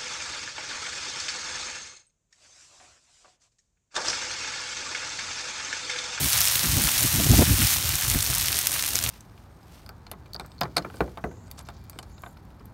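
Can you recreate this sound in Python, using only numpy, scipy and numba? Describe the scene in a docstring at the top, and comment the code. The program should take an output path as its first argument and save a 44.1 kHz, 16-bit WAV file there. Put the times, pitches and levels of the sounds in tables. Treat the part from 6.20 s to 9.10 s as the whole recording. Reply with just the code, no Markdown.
"""A pile of green leafy branches burns outdoors: sap cells burst in a dense crackle of short rings over a
steam hiss of noise bands. From the start gusts buffet the microphone of a close hand-held phone, as
band noise hardest near 1.1-1.2 s, and louder single pops stand out. The phone turns away from the fire
halfway: the fire weakens from about 1.6 s and its hiss sinks under the crackle from 1.5 to 2.3 s."""
import sys
import numpy as np
from scipy import signal
from scipy.fft import rfft, irfft
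from scipy.io import wavfile
from scipy.ndimage import uniform_filter1d, map_coordinates
from numba import njit

SR = 44100
rng = np.random.default_rng(int(sys.argv[2]) if len(sys.argv) > 2 else 0)


def level_to_linear(level):
    """Convert decibel levels to linear amplitude factors, elementwise."""
    exponent = np.asarray(level, float) / 20
    return 10 ** exponent


def master(y):
    """Save y as 16-bit WAV."""
    cut = np.clip(np.atleast_2d(y).T, -1, 1)
    pcm = np.round(cut * 32767)  # scale
    wavfile.write(sys.argv[1], SR, pcm.astype(np.int16))


N = 127890


def unit(x):
    """Scale to rms 1."""
    return x / np.sqrt(np.mean(x ** 2))


def curve(table, index):
    """One column of a table, interpolated over time."""
    rows = np.array(table, float)
    return np.interp(np.arange(N) / SR, rows[:, 0], rows[:, index])


def shape(x, gain_db):
    """Minimum-phase filter whose dB gain is a function of Hz."""
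    hz = np.arange(1025) * SR / 2048
    cepstrum = irfft(np.log(level_to_linear(gain_db(np.maximum(hz, 1.)))))
    cepstrum[1:1024] *= 2  # fold onto positive time: causal
    cepstrum[1025:] = 0
    impulse = irfft(np.exp(rfft(cepstrum)))[:1024]
    return signal.fftconvolve(x, impulse)[:N]


def band(x, low_hz, high_hz):
    """Steep band-pass."""
    edges_hz = [low_hz, min(high_hz, .45 * SR)]
    return signal.sosfilt(signal.butter(3, edges_hz, "band", fs=SR, output="sos"), x)


def high_pass(x, order, hz):
    """Butterworth low cut."""
    return signal.sosfilt(signal.butter(order, hz, "high", fs=SR, output="sos"), x)


def walk(rate_hz):
    """Random levels 1 / rate_hz apart, joined by straight lines; spread 1."""
    points = rng.standard_normal(2000)
    line = map_coordinates(points, [np.arange(N) / SR * rate_hz], order=1)
    return line / line.std()


@njit
def grains(start, hz, cycles, size, tail, tail_s, noise):
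    """Each grain is a ring dying within some cycles, kept going by a fading spit of noise."""
    out = np.zeros(len(noise))
    for g in range(len(start)):
        w = 2 * np.pi * hz[g] / SR
        pole = np.exp(1j * w - w / (2 * np.pi * cycles[g]))
        ring = size[g] * (.6 + .8j)
        spit = size[g] * tail[g]
        i = start[g]
        fade = np.exp(-1 / (tail_s[g] * SR))
        push = np.sqrt(2 - 2 * abs(pole) ** 2)
        while i < len(out) and abs(ring) + abs(spit) > .003 * abs(size[g]):
            out[i] += ring.imag
            ring = ring * pole + 1j * push * spit * noise[(i + 7919 * g) % len(noise)]
            spit *= fade
            i += 1
    return out


def crackle():
    """Sap cells: dense random bursts of every pitch and size up to a limit, in quick flurries."""
    bursts_per_s = 1400
    spread_db, top_db, flurry_db, flurry_hz = 6.2, 17, 1.3, 29.51
    shortest_cycles, cycles_range_db = .28364, 10.7
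    spit_db, spit_range_db = -23, 8
    shortest_spit_s, spit_s_range_db = .0007, 8.5
    when, pitch, rarity, sign, ringing, spitting = rng.random((int(bursts_per_s * N / SR), 6)).T
    start = (when * N).astype(np.int64)
    hz = 900 + 15000 * pitch
    size_db = top_db * np.tanh(-spread_db * np.log(rarity) / top_db)  # exponential, soft limit
    size_db = size_db + flurry_db * walk(flurry_hz)[start]
    size = level_to_linear(size_db) * np.sqrt(hz / 8000) * np.sign(sign - .5)
    cycles = shortest_cycles * level_to_linear(cycles_range_db * ringing)
    spit = level_to_linear(spit_db + spit_range_db * (spitting - .5))
    spit_s = shortest_spit_s * level_to_linear(spit_s_range_db * spitting)  # louder spits last longer
    return unit(grains(start, hz, cycles, size, spit, spit_s, rng.standard_normal(N)))


def hiss():
    """Steam from wet leaves: octave bands of noise that flicker together and alone."""
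    together_db, alone_db = .3, .72
    together = walk(38.66)
    out = 0
    for low_hz in 250 * 2. ** np.arange(7):
        flicker_db = together_db * together + alone_db * walk(20)
        out = out + level_to_linear(flicker_db) * band(rng.standard_normal(N), low_hz, 2 * low_hz)
    return unit(out)


def fire():
    """Bed of crackle and hiss sharing colour and level; the hiss sinks once the phone has turned."""
    # level of the bed: t/s, level/dB
    fire_level = [(0, -25), (.12, -22), (.22, -22.5), (.4, -24), (.6, -23.5), (.7, -23.5), (.85, -23),
                  (1.05, -24), (1.22, -22.5), (1.34, -23.5), (1.42, -21.5), (1.54, -22.5), (1.62, -26.5),
                  (1.85, -25), (2.1, -26), (2.35, -25), (2.5, -25.5), (2.6, -25.5), (2.9, -28)]
    # colour of the bed: f/Hz, gain/dB
    fire_colour = [(210, -7.5), (350, -47), (500, -12.5), (700, -9.5), (1300, -5.5), (2600, -3.5),
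                   (5500, -2), (10000, -1.5), (13000, -2.5), (16000, -4.5)]
    crackle_db, hiss_db = -4.5, -3.5
    colour_hz, colour_db = np.array(fire_colour, float).T
    sink_db = curve([(1.5, 0), (2.3, -5)], index=1)  # t/s, level/dB
    mix = level_to_linear(crackle_db) * crackle() + level_to_linear(hiss_db + sink_db) * hiss()
    bed = unit(shape(mix, lambda hz: np.interp(np.log(hz), np.log(colour_hz), colour_db)))
    return bed * level_to_linear(curve(fire_level, index=1))


def wind():
    """Eddies on the microphone port: one lumpy turbulence in three evened bands, plus a rasp."""
    # gusts: t/s, bass level/dB, low-middle level/dB, middle level/dB
    gusts = [(0.0, -29.5, -40, -41), (0.04, -29.5, -30, -49), (0.1, -43, -66, -54), (0.12, -45, -54, -54),
             (0.15, -33, -62, -52), (0.18, -41.5, -55, -62), (0.43, -40, -49, -48), (0.44, -57, -36, -48),
             (0.47, -25.5, -31, -48), (0.49, -26, -38.5, -59), (0.6, -27, -29.5, -35),
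             (0.62, -58, -34, -57), (0.65, -16, -34, -41.5), (0.69, -47, -41, -58), (0.8, -35.5, -47, -52),
             (0.83, -33, -42, -43.5), (0.85, -29, -25.5, -43), (0.88, -35, -58, -71),
             (0.96, -29, -27.5, -44), (0.98, -24, -31.5, -66), (1.0, -31, -23.5, -25.5),
             (1.04, -26, -33.5, -67), (1.07, -22, -22, -28), (1.08, -29, -43, -57), (1.1, -11, -26, -33),
             (1.12, -22.5, -21, -44), (1.14, -20, -29, -27.5), (1.175, -23, -28, -61),
             (1.193, -11, -13.5, -22), (1.205, -18.5, -22.5, -29), (1.225, -20, -12, -13.5),
             (1.245, -23, -41, -61), (1.28, -27.5, -29, -53), (1.32, -17, -25.5, -38),
             (1.36, -27, -44, -66), (1.4, -33, -31.5, -57), (1.44, -19.5, -32, -71), (1.48, -40, -45, -57),
             (1.58, -33.5, -43, -58), (1.615, -48, -49, -55), (1.66, -29, -50, -47),
             (1.735, -26.5, -42.5, -55), (1.8, -47, -52.5, -50), (1.87, -27, -45, -51),
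             (1.93, -27, -41, -45), (1.958, -23.5, -25.5, -40), (1.985, -31.5, -47, -56),
             (2.08, -38.5, -47, -50), (2.1, -31.5, -45, -49), (2.24, -36, -47.5, -54),
             (2.38, -44, -50, -47.5), (2.72, -44.5, -49.5, -53), (2.75, -36.5, -48, -42),
             (2.78, -41, -47, -51), (2.9, -36, -47.5, -49)]
    # bands of the three levels: low f/Hz, high f/Hz
    gust_bands = [(48, 130.8), (145, 290), (350, 790)]
    eddy_db, eddies_per_s, even_cycles = 2.5, 50, 3
    rasp_band_hz, rasp_db, rasp_growth = (1000, 4500), 3, 1.8  # growth: dB per dB of the middle band
    air = rng.standard_normal(N)
    lumps = level_to_linear(eddy_db * walk(eddies_per_s))
    rasp = unit(band(air, *rasp_band_hz) * lumps)
    out = rasp * level_to_linear(rasp_db + rasp_growth * curve(gusts, index=3))
    for k, (low_hz, high_hz) in enumerate(gust_bands):
        eddies = band(air, low_hz, high_hz)
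        window = int(even_cycles * SR / np.sqrt(low_hz * high_hz))
        power = uniform_filter1d(eddies ** 2, window)
        eddies = eddies / np.sqrt(power + .03 * np.mean(eddies ** 2))  # steady over a few cycles
        out = out + unit(eddies * lumps) * level_to_linear(curve(gusts, index=k + 1))
    return out


def pops():
    """Loud single bursts: very short rings, each with its own pitch and spitting tail."""
    # pops: t/s, strength/dB, centre f/Hz, spitting tail re strength/dB
    bursts = [(0.0444, -4, 11200, -28), (0.1314, -5, 9300, -20), (0.2059, 0, 10700, -18),
              (0.2157, -2, 6200, -16), (0.2537, -8, 7800, -10), (0.2741, -4, 4900, -14),
              (0.2829, -4, 8500, -20), (0.3552, -6, 4100, -10), (0.3582, -5, 10900, -13),
              (0.3941, -4, 5600, -28), (0.4584, -7, 7900, -24), (0.5155, -5, 7700, -29),
              (0.5204, -8, 8000, -29), (0.5827, -6, 7300, -30), (0.6192, -3, 10500, -20),
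              (0.6249, -7, 7400, -18), (0.6386, -2, 8600, -19), (0.6398, -5, 10000, -21),
              (0.6521, -7, 9400, -17), (0.6733, -2, 6300, -23), (0.7794, -5, 5500, -29),
              (0.795, -5, 9500, -20), (0.8294, -2, 10800, -30), (0.8381, -3, 8100, -24),
              (0.8611, -5, 8400, -29), (0.928, -5, 9800, -21), (0.9605, -3, 8100, -27),
              (1.0438, -6, 7500, -16), (1.1153, 0, 7000, -17), (1.2109, -5, 8300, -20),
              (1.4696, -6, 4900, -11), (1.5361, -6, 5800, -29), (1.5391, -4, 9600, -29),
              (1.5684, -7, 6300, -15), (1.6907, -5, 10300, -14), (1.7553, -4, 8000, -17),
              (1.9, -1, 10000, -21), (1.9146, -4, 9300, -24), (1.9402, -8, 10800, -27),
              (1.9891, -6, 9300, -19), (2.0054, -8, 5200, -16), (2.0089, -6, 7200, -24),
              (2.0226, -11, 6100, -14), (2.0266, -3, 8200, -16), (2.0637, -6, 5700, -16),
              (2.102, -9, 9100, -19), (2.1153, -8, 6900, -30), (2.1516, -6, 8200, -16),
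              (2.1609, -11, 7300, -26), (2.1826, -3, 10000, -26), (2.2005, -11, 6400, -26),
              (2.2124, -8, 8600, -30), (2.2598, -12, 6300, -13), (2.271, -11, 4800, -19),
              (2.2836, -7, 4100, -10), (2.3191, -6, 11400, -30), (2.3282, -6, 4200, -16),
              (2.344, -8, 6000, -17), (2.3579, -6, 8400, -21), (2.3621, -10, 5300, -20),
              (2.3694, -6, 8500, -15), (2.3893, 2, 8600, -21), (2.4133, -7, 6700, -28),
              (2.4589, -9, 9400, -30), (2.4705, 3, 10100, -22), (2.4717, -3, 6000, -24),
              (2.5099, -10, 7300, -27), (2.5184, -5, 8900, -22), (2.5396, -6, 8500, -27),
              (2.6249, -4, 7900, -24), (2.6479, -10, 8800, -28), (2.6621, -10, 5800, -17),
              (2.7056, -10, 7400, -17), (2.7341, -11, 8700, -18), (2.751, -10, 7200, -30),
              (2.7552, -4, 6900, -11), (2.7663, -10, 5400, -20), (2.7893, -4, 6000, -25),
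              (2.8272, -8, 5800, -20), (2.8393, -2, 8900, -24), (2.863, -9, 3100, -15),
              (2.8912, -4, 10000, -22)]
    cycles, tail_s, low_cut_hz = .7, .0017, 1300
    edge = .5  # share of the sharp leading edge, lifts the treble
    t_s, strength_db, hz, tail_db = np.array(bursts, float).T
    one = np.ones(len(t_s))
    start = (t_s * SR).astype(np.int64)
    out = grains(start, hz, cycles * one, level_to_linear(strength_db), level_to_linear(tail_db), tail_s * one,
                 rng.standard_normal(N))
    return high_pass(out + edge * np.diff(out, prepend=0), 2, low_cut_hz)


def scene():
    """Fire, wind and pops at one microphone."""
    return (fire() + wind() + pops())[None]


def low_pass(x):
    """Removes everything above the highest recorded frequency."""
    return signal.sosfilt(signal.butter(12, 17030, fs=SR, output="sos"), x)


def record(dry):
    """The phone's case cuts narrow dips into the treble; then low cut and steep top cut."""
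    # case dips: f/Hz, width/Hz, gain/dB
    case_dips = [(4850, 170, -4), (7550, 1160, -2.5), (10370, 660, -5)]
    low_cut_hz, top_cut_hz = 42, 15720

    def dips_db(hz):
        return sum(db * np.exp(-((hz - f) / w) ** 2 * 2) for f, w, db in case_dips)

    x = high_pass(shape(dry[0], dips_db), 3, low_cut_hz)
    x = signal.sosfilt(signal.ellip(12, .2, 85, top_cut_hz, fs=SR, output="sos"), x)
    return low_pass(x[None])


dry = scene()
out = record(dry)
master(out)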